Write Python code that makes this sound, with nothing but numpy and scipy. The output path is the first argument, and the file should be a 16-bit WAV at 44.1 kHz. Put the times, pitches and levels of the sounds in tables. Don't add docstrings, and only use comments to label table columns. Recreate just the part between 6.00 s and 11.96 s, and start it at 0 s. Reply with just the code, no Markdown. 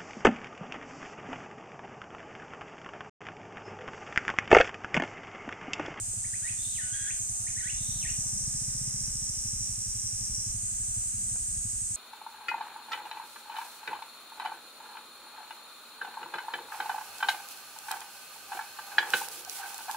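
import sys
import numpy as np
from scipy import signal
from scipy.fft import rfft, irfft
from scipy.io import wavfile
from scipy.ndimage import uniform_filter1d

SR = 44100
rng = np.random.default_rng(int(sys.argv[2]) if len(sys.argv) > 2 else 0)


def master(y):
    cut = np.clip(np.atleast_2d(y).T, -1, 1)
    pcm = np.round(cut * 32767)
    wavfile.write(sys.argv[1], SR, pcm.astype(np.int16))


def rack_gain(trim_db):
    fader = np.asarray(trim_db, float)
    return 10 ** (fader / 20)


N = 262822
T = np.arange(N) / SR


def level(x, db):
    return x * rack_gain(db) / np.sqrt(np.mean(x ** 2))


def curves(table):
    s, *columns = np.transpose(table)
    return [np.interp(T, s, c) for c in columns]


def gate(start, length, edge):
    return np.clip(np.minimum(T - start, start + length - T) / edge + .5, 0, 1)


def colour(x, points):
    hz, db = np.transpose(points)
    f = np.fft.rfftfreq(N, 1 / SR) + 1
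    gain = rack_gain(np.interp(np.log(f), np.log(hz), db, -120, -120))
    return irfft(rfft(x) * gain, N)


def walk(rate):
    k = int(SR / rate)
    held = np.repeat(rng.standard_normal(N // k + 1), k)
    return 1.3 * uniform_filter1d(uniform_filter1d(held, k), k)[:N]


def pair(alike):
    share = np.sqrt(np.clip([[1 + alike], [1 - alike]], 0, 2))
    mid, side = rng.standard_normal((2, N)) * share
    return np.array([mid + side, mid - side])


def clicks(at, size):
    keep = (at >= 0) & (at < N - 1)
    at, size = at[keep], size[keep]
    i = at.astype(int)
    return np.bincount(i, size * (1 + i - at), N) + np.bincount(i + 1, size * (at - i), N)


def echoes(x, t60, wet_db, gap=0.01203):
    t = np.arange(int(.6 * SR)) / SR
    tail = rng.standard_normal((2, len(t))) * 1000. ** (-t / t60) * (t > gap)
    tail = tail / np.sqrt(np.sum(tail ** 2, axis=1, keepdims=True))
    return rack_gain(wet_db) * signal.fftconvolve(x[None], tail, axes=1)[:, :N]


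def place(x, pan_db, lag):
    late = np.interp(np.arange(N) - lag, np.arange(N), x)
    return np.array([x * rack_gain(pan_db / 2), late * rack_gain(-pan_db / 2)])


def ring(x, modes, swell):
    t = np.arange(int(.3 * SR)) / SR
    shape = sum(rack_gain(db) * np.sin(2 * np.pi * hz * t) * 1000. ** (-t / t60) for hz, db, t60 in modes)
    return signal.fftconvolve(x, shape * (1 - np.exp(-t / swell)) ** 2)[:N]


# pitch in Hz, level in dB, time to fade by 60 dB in seconds.
BARK = [(106, 0, .075), (198, -7, .045), (150, -12, .05)]
# pitch in Hz, level in dB, fade time in seconds.
SNARL = [(126, 0, .068), (212, -7, .045), (320, -24, .03)]
# pitch in Hz, level in dB, fade time in seconds.
BOOM = [(40, 0, .065), (60, -2.5, .065)]
# pitch in Hz, level in dB per Hz.
RUMBLE = [(12, -48), (20, -33), (43, 2.5), (113, -8.5), (131, -7), (173, 2.5), (214, 2), (271, -25),
          (400, -23), (520, -65), (880, -120)]
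# time in seconds, firings per second.
ENGINE_SPEED = [(0, 11.34), (.62, 12.39), (1.33, 9.87), (1.67, 12.86), (2.41, 13.83), (2.91, 15.92),
                (3.07, 13.99), (4, 11.05), (4.25, 12.13), (5.24, 11.46), (5.39, 12.03), (5.96, 12.01)]
# time in seconds, bark level in dB, boom compared with bark in dB.
ENGINE_LOAD = [
    (0, -47.5, -6.5),
    (1.4, -51.5, -5),
    (1.8, -43.5, -5.5),
    (2.9, -45.5, -6),
    (3.1, -46, -2.5),
    (4.5, -45, -2.5),
    (5.96, -48.5, -1),
]


def engine():
    rate = curves(ENGINE_SPEED)[0]
    turns = np.cumsum(rate) / SR + .04
    chance = rng.standard_normal((80, 3)).T[:, :int(turns[-1]) + 1]
    at = np.interp(np.arange(chance.shape[1]), turns, T, .009) + .002 * chance[0]
    throttle = np.clip((np.interp(at, T, rate) - 11.5) / 4, 0, 1)
    size = rack_gain(2.5 * (1 - .6 * throttle) * chance[1])
    bark_db, boom_db = curves(ENGINE_LOAD)

    firing = (at - .008) * SR
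    bark = ring(clicks(firing, size * (1 - .85 * throttle)), BARK, .012)
    snarl = ring(clicks(firing, size * (.12 + 1.1 * throttle)), SNARL, .011)
    boom_at = (at + 0.01396 + 0.0051 * chance[0]) * SR
    boom = ring(clicks(boom_at, rack_gain(2.7 * chance[2])), BOOM, 0.025)
    near = level(bark + snarl, -0.28) + rack_gain(boom_db) * level(boom, 1.0)

    back = echoes(near, .2, -13, gap=.02)
    late_boom = rack_gain(boom_db) * level(np.roll(boom, 900), 0)
    spread = (0.084 * back[1] + 0.081 * late_boom) * np.array([[1], [-1]])
    rumble = level(colour(pair(.95), RUMBLE), -16) * rack_gain(3.5 * walk(9))
    roar = colour(pair(.5), [(250, -12), (400, -4), (900, -13), (2000, -2), (3000, -25)])
    roar = level(roar, -19.5) * np.interp(T, at, throttle)
    return rack_gain(bark_db) * (near + back[0] + spread + rumble + roar)


# time in seconds, level in dB, left minus right in dB.
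CHORUS = [
    (0.0, -34.5, -1),
    (4.48, -35.5, -1.5),
    (5.96, -35, -1),
]
# pitch in Hz, level in dB per Hz.
CHORUS_COLOUR = [(3000, -48), (4000, -28), (5030, -21.5), (5950, -11), (6500, -5.5), (7400, -3), (8000, 0),
                 (8350, 0.2), (8750, 0.6), (9150, -4.5), (9980, -12), (10800, -26), (11500, -40),
                 (15000, -60)]


def chorus(count=14):
    db, pan_db = curves(CHORUS)
    out = 0
    for rate in rng.random(count):
        drift = 1 + .012 * walk(.7) + .0015 * walk(25)
        turns = np.cumsum((430 + 120 * rate) * drift) / SR
        at = np.interp(np.arange(int(turns[-1])), turns, np.arange(N))
        at = at + 0.65 * rng.standard_normal(len(at))
        out = out + clicks(at, np.ones(len(at))) * rack_gain(3.6 * walk(2.52))
    blur = level(colour(pair(-0.15), CHORUS_COLOUR), -0.91)
    blur = blur * rack_gain(0.23 * np.array([walk(7.4), walk(8)]))
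    voices = level(colour(echoes(out, 0.093, 0, gap=0), CHORUS_COLOUR), -3.5)
    return (blur + voices) * rack_gain(db + np.array([pan_db, -pan_db]) / 2)


# time in seconds, clicks per second, pitch the hollow belly
# favours in Hz, width of that favoured band in Hz, level in dB.
NEAR_LEFT = [
    (0, 469, 6750, 398, -55.5),
    (1.2, 479.3, 6390, 453, -46),
    (2, 488.3, 6196, 522, -46),
    (2.6, 497, 5880, 601, -46),
    (4, 510.5, 5820, 560, -45.5),
    (4.5, 514.4, 5740, 447, -42),
    (4.58, 490, 6900, 596, -54.5),
    (4.68, 485, 7850, 900, -45),
    (5.96, 486.5, 8000, 900, -47),
]
NEAR_RIGHT = [
    (0, 496, 6600, 400, -84),
    (3.4, 510, 6750, 400, -51),
    (4.1, 500, 7050, 400, -57),
    (4.8, 528, 6340, 500, -46.5),
    (5.96, 523, 6220, 499.7, -63),
]


def cicada(table, pan_db, lag, wobble, rasp):
    hz, belly_hz, width_hz, db = curves(table)
    phase = 2 * np.pi * np.cumsum(hz * (1 + wobble * walk(60) + .002 * walk(3))) / SR
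    x = 0
    for k in range(9, 21):
        belly = np.exp(-.5 * ((k * hz - belly_hz) / width_hz) ** 4)
        x = x + belly * rack_gain(0.49 * walk(24.86)) * np.sin(k * phase)
    x = x * rack_gain(db) * (1 + rasp * walk(550))
    return place(x, pan_db, lag) + echoes(x, .25, -4)


def near_cicadas():
    left = cicada(NEAR_LEFT, pan_db=-.3, lag=3, wobble=.003, rasp=1.6)
    right = cicada(NEAR_RIGHT, pan_db=-6, lag=-4, wobble=.0025, rasp=.9)
    return left + right


# pitch in Hz, level in dB per Hz.
HIGH_COLOUR = [(6180, -40), (10500, -4), (11000, -2.5), (13100, -3.5), (15500, -11.5)]
# start in seconds, length in seconds, level in dB.
HIGH_BURSTS = [
    (-.05, 0.24, -55),
    (0.601, .2, -54.5),
    (1.147, .3, -55.5),
    (1.81, .23, -54.5),
    (2.095, 0.297, -55),
    (2.353, 4, -56.5),
]


def high_cicada():
    rest_db, edge_s = -60, 0.024
    bursts = [(top_db - rest_db) * gate(s, length, edge_s) for s, length, top_db in HIGH_BURSTS]
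    db = rest_db + np.max(bursts, axis=0)
    grain = rng.standard_normal((2, N)) * rack_gain(2.5 * rng.standard_normal(N))
    x = level(colour(grain + pair(-0.33), HIGH_COLOUR), 0.34) * rack_gain(db + 0.49 * walk(13.0))
    return x * rack_gain(np.array([[-1.3], [1.3]]))


# pitch in Hz, level in dB per Hz.
AIR = [(150, 4), (250, -3), (434, -14.5), (708, -13), (1020, -14.5), (1700, -8.5), (1900, -10),
       (2710, -8.5), (3560, -13), (4640, -18), (5000, -2), (6500, -39), (11000, -120)]


def air():
    hiss = level(colour(pair(0.19), AIR), -57) * rack_gain(0.19 * walk(2.75))
    hum = colour(pair(0.038), [(450, -27), (600, -4.0), (700, 1.5), (850, -6.0), (1300, -7.0), (1500, -6.5)])
    hum = level(hum, 1)
    start_db, last_db, swell_s = -66.5, -71, 1.8
    leaving_db = np.maximum(start_db + 4 - 4.5 * (T - swell_s), last_db)
    hum_db = start_db + (leaving_db - start_db) * gate(swell_s, 9, 0.18)
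    return hiss + hum * rack_gain(hum_db + 2 * walk(10))


# time in seconds, peak level in dB, pitch in Hz.
KNOCKS = [
    (.134, -42, 490),
    (5.357, -38, 750),
    (5.359, -39, 1500),
    (5.36, -46, 2400),
    (5.352, -45, 453.6),
]


def knocks():
    out = np.zeros(N)
    for s, db, hz in KNOCKS:
        tap = clicks(np.array([s * SR]), np.ones(1))
        out += rack_gain(db) * ring(tap, [(hz, 0, .009)], .0004)
    return out + echoes(out, 0.057, 0, gap=0.0017)


# start in seconds, length in seconds, first pitch in Hz,
# last pitch in Hz, level in dB.
FLICKS = [(.241, 0.016, 1720, 2385, -51), (.331, 0.028, 1555, 2540, -51.5),
          (.466, 0.034, 1930, 2855, -48.5), (1.099, 0.016, 1900, 2880, -46),
          (1.467, 0.0198, 1740, 2590, -50), (1.67, 0.036, 1930, 2980, -46.5),
          (2.062, 0.017, 1830, 2604, -46.5)]
LEAD_INS = [(.424, 0.02, 1500, 1855, -51.5), (.446, 0.021, 1851, 1922, -49.5),
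            (1.066, 0.032, 1660, 1900, -48.5), (1.563, .03, 1680, 2148, -52),
            (1.628, 0.045, 1459, 1940, -50), (2.08, .024, 2600, 2840, -51)]
DIVES = [
    (0.749, 0.051, 3350, 1796, -50.5),
    (.79, .03, 1855, 1460, -50.5),
    (1.593, .026, 2135, 1740, -52),
    (2.012, 0.042, 3330, 1800, -50.5),
]
HOLDS = [
    (.82, .109, 1488, 1489, -54.5),
    (.931, 0.14, 1627, 1642, -51),
    (2.055, 0.0054, 1823, 1870, -47),
]
TRILLS = [
    (.575, .167, 3560, 3740, -55.5),
    (1.768, .234, 3700, 3700, -57),
]
# start in seconds, length in seconds, level against the note in dB.
SECOND_VOICE = [
    (.825, .03, -10),
    (.94, .12, -11),
]
# pitch in Hz, level in dB.
BIRD_LEFT = [(1000, -4), (1500, -3), (1900, 0), (2300, -6), (2650, 2), (3000, -1), (3300, -3), (3750, -5),
             (4300, -9), (8000, -30)]
# pitch in Hz, level in dB.
BIRD_RIGHT = [(1000, 1), (1500, 2), (1900, 4), (2350, 3), (2650, 0), (3000, 1), (3300, 3), (3750, -1),
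              (4300, -6), (8000, -30)]


def bird():
    gestures = sorted(FLICKS + LEAD_INS + DIVES + HOLDS + TRILLS)
    s, length, from_hz, to_hz, db = np.transpose(gestures)
    slur = int(0.0054 * SR)
    ends = np.sort(np.ravel([s + 1e-5, s + length], order="F"))
    hz = uniform_filter1d(np.interp(T, ends, np.ravel([from_hz, to_hz], order="F")), slur)
    puffs = [rack_gain(d) * gate(a, b, .0019) for a, b, d in zip(s, length + .001, db)]
    breath = uniform_filter1d(np.max(puffs, axis=0), slur)

    trill = np.clip((hz - 3300) / 250, 0, 1) * (70 * np.sin(2 * np.pi * 42 * T) + 40 * walk(120))
    phase = 2 * np.pi * np.cumsum(hz * (1 + .002 * walk(90)) + trill) / SR
    second = sum(rack_gain(d) * gate(a, b, .015) for a, b, d in SECOND_VOICE)
    second = second * np.sin(phase + 2 * np.pi * 270 * T)
    glide = np.minimum(np.abs(np.gradient(hz)) * SR / 1000, 25)
    octave_db = -5 - 6 * np.abs(hz - 1600) / 1000 - .42 * glide + 2 * walk(110)
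    octave = rack_gain(octave_db) * np.sin(2 * phase)
    beak = rack_gain(4 * np.exp(-((hz - 1900) / 110) ** 2))
    out = breath * (beak * np.sin(phase) + octave + second)
    out = out * rack_gain(2.1 * walk(130) + 2.5)

    haze = out * rack_gain(-6) * (walk(2200) + walk(500))
    haze = colour(haze, [(1100, -25), (1500, -1), (2800, 0), (4500, 3), (6000, -15)])
    haze = echoes(haze, 0.42, 3.6, gap=.004) * rack_gain([[-1.5], [1.5]])
    left, right = place(out, 0, -1) + echoes(out, .3, -7.5, gap=.012)
    return np.array([colour(left, BIRD_LEFT), colour(right, BIRD_RIGHT)]) + haze


def scene():
    return engine() + chorus() + near_cicadas() + high_cicada() + air() + knocks() + bird()


def low_pass(x):
    return signal.sosfilt(signal.butter(12, 15660, fs=SR, output="sos"), x)


def record(dry):
    return low_pass(dry)


dry = scene()
out = record(dry)
master(out)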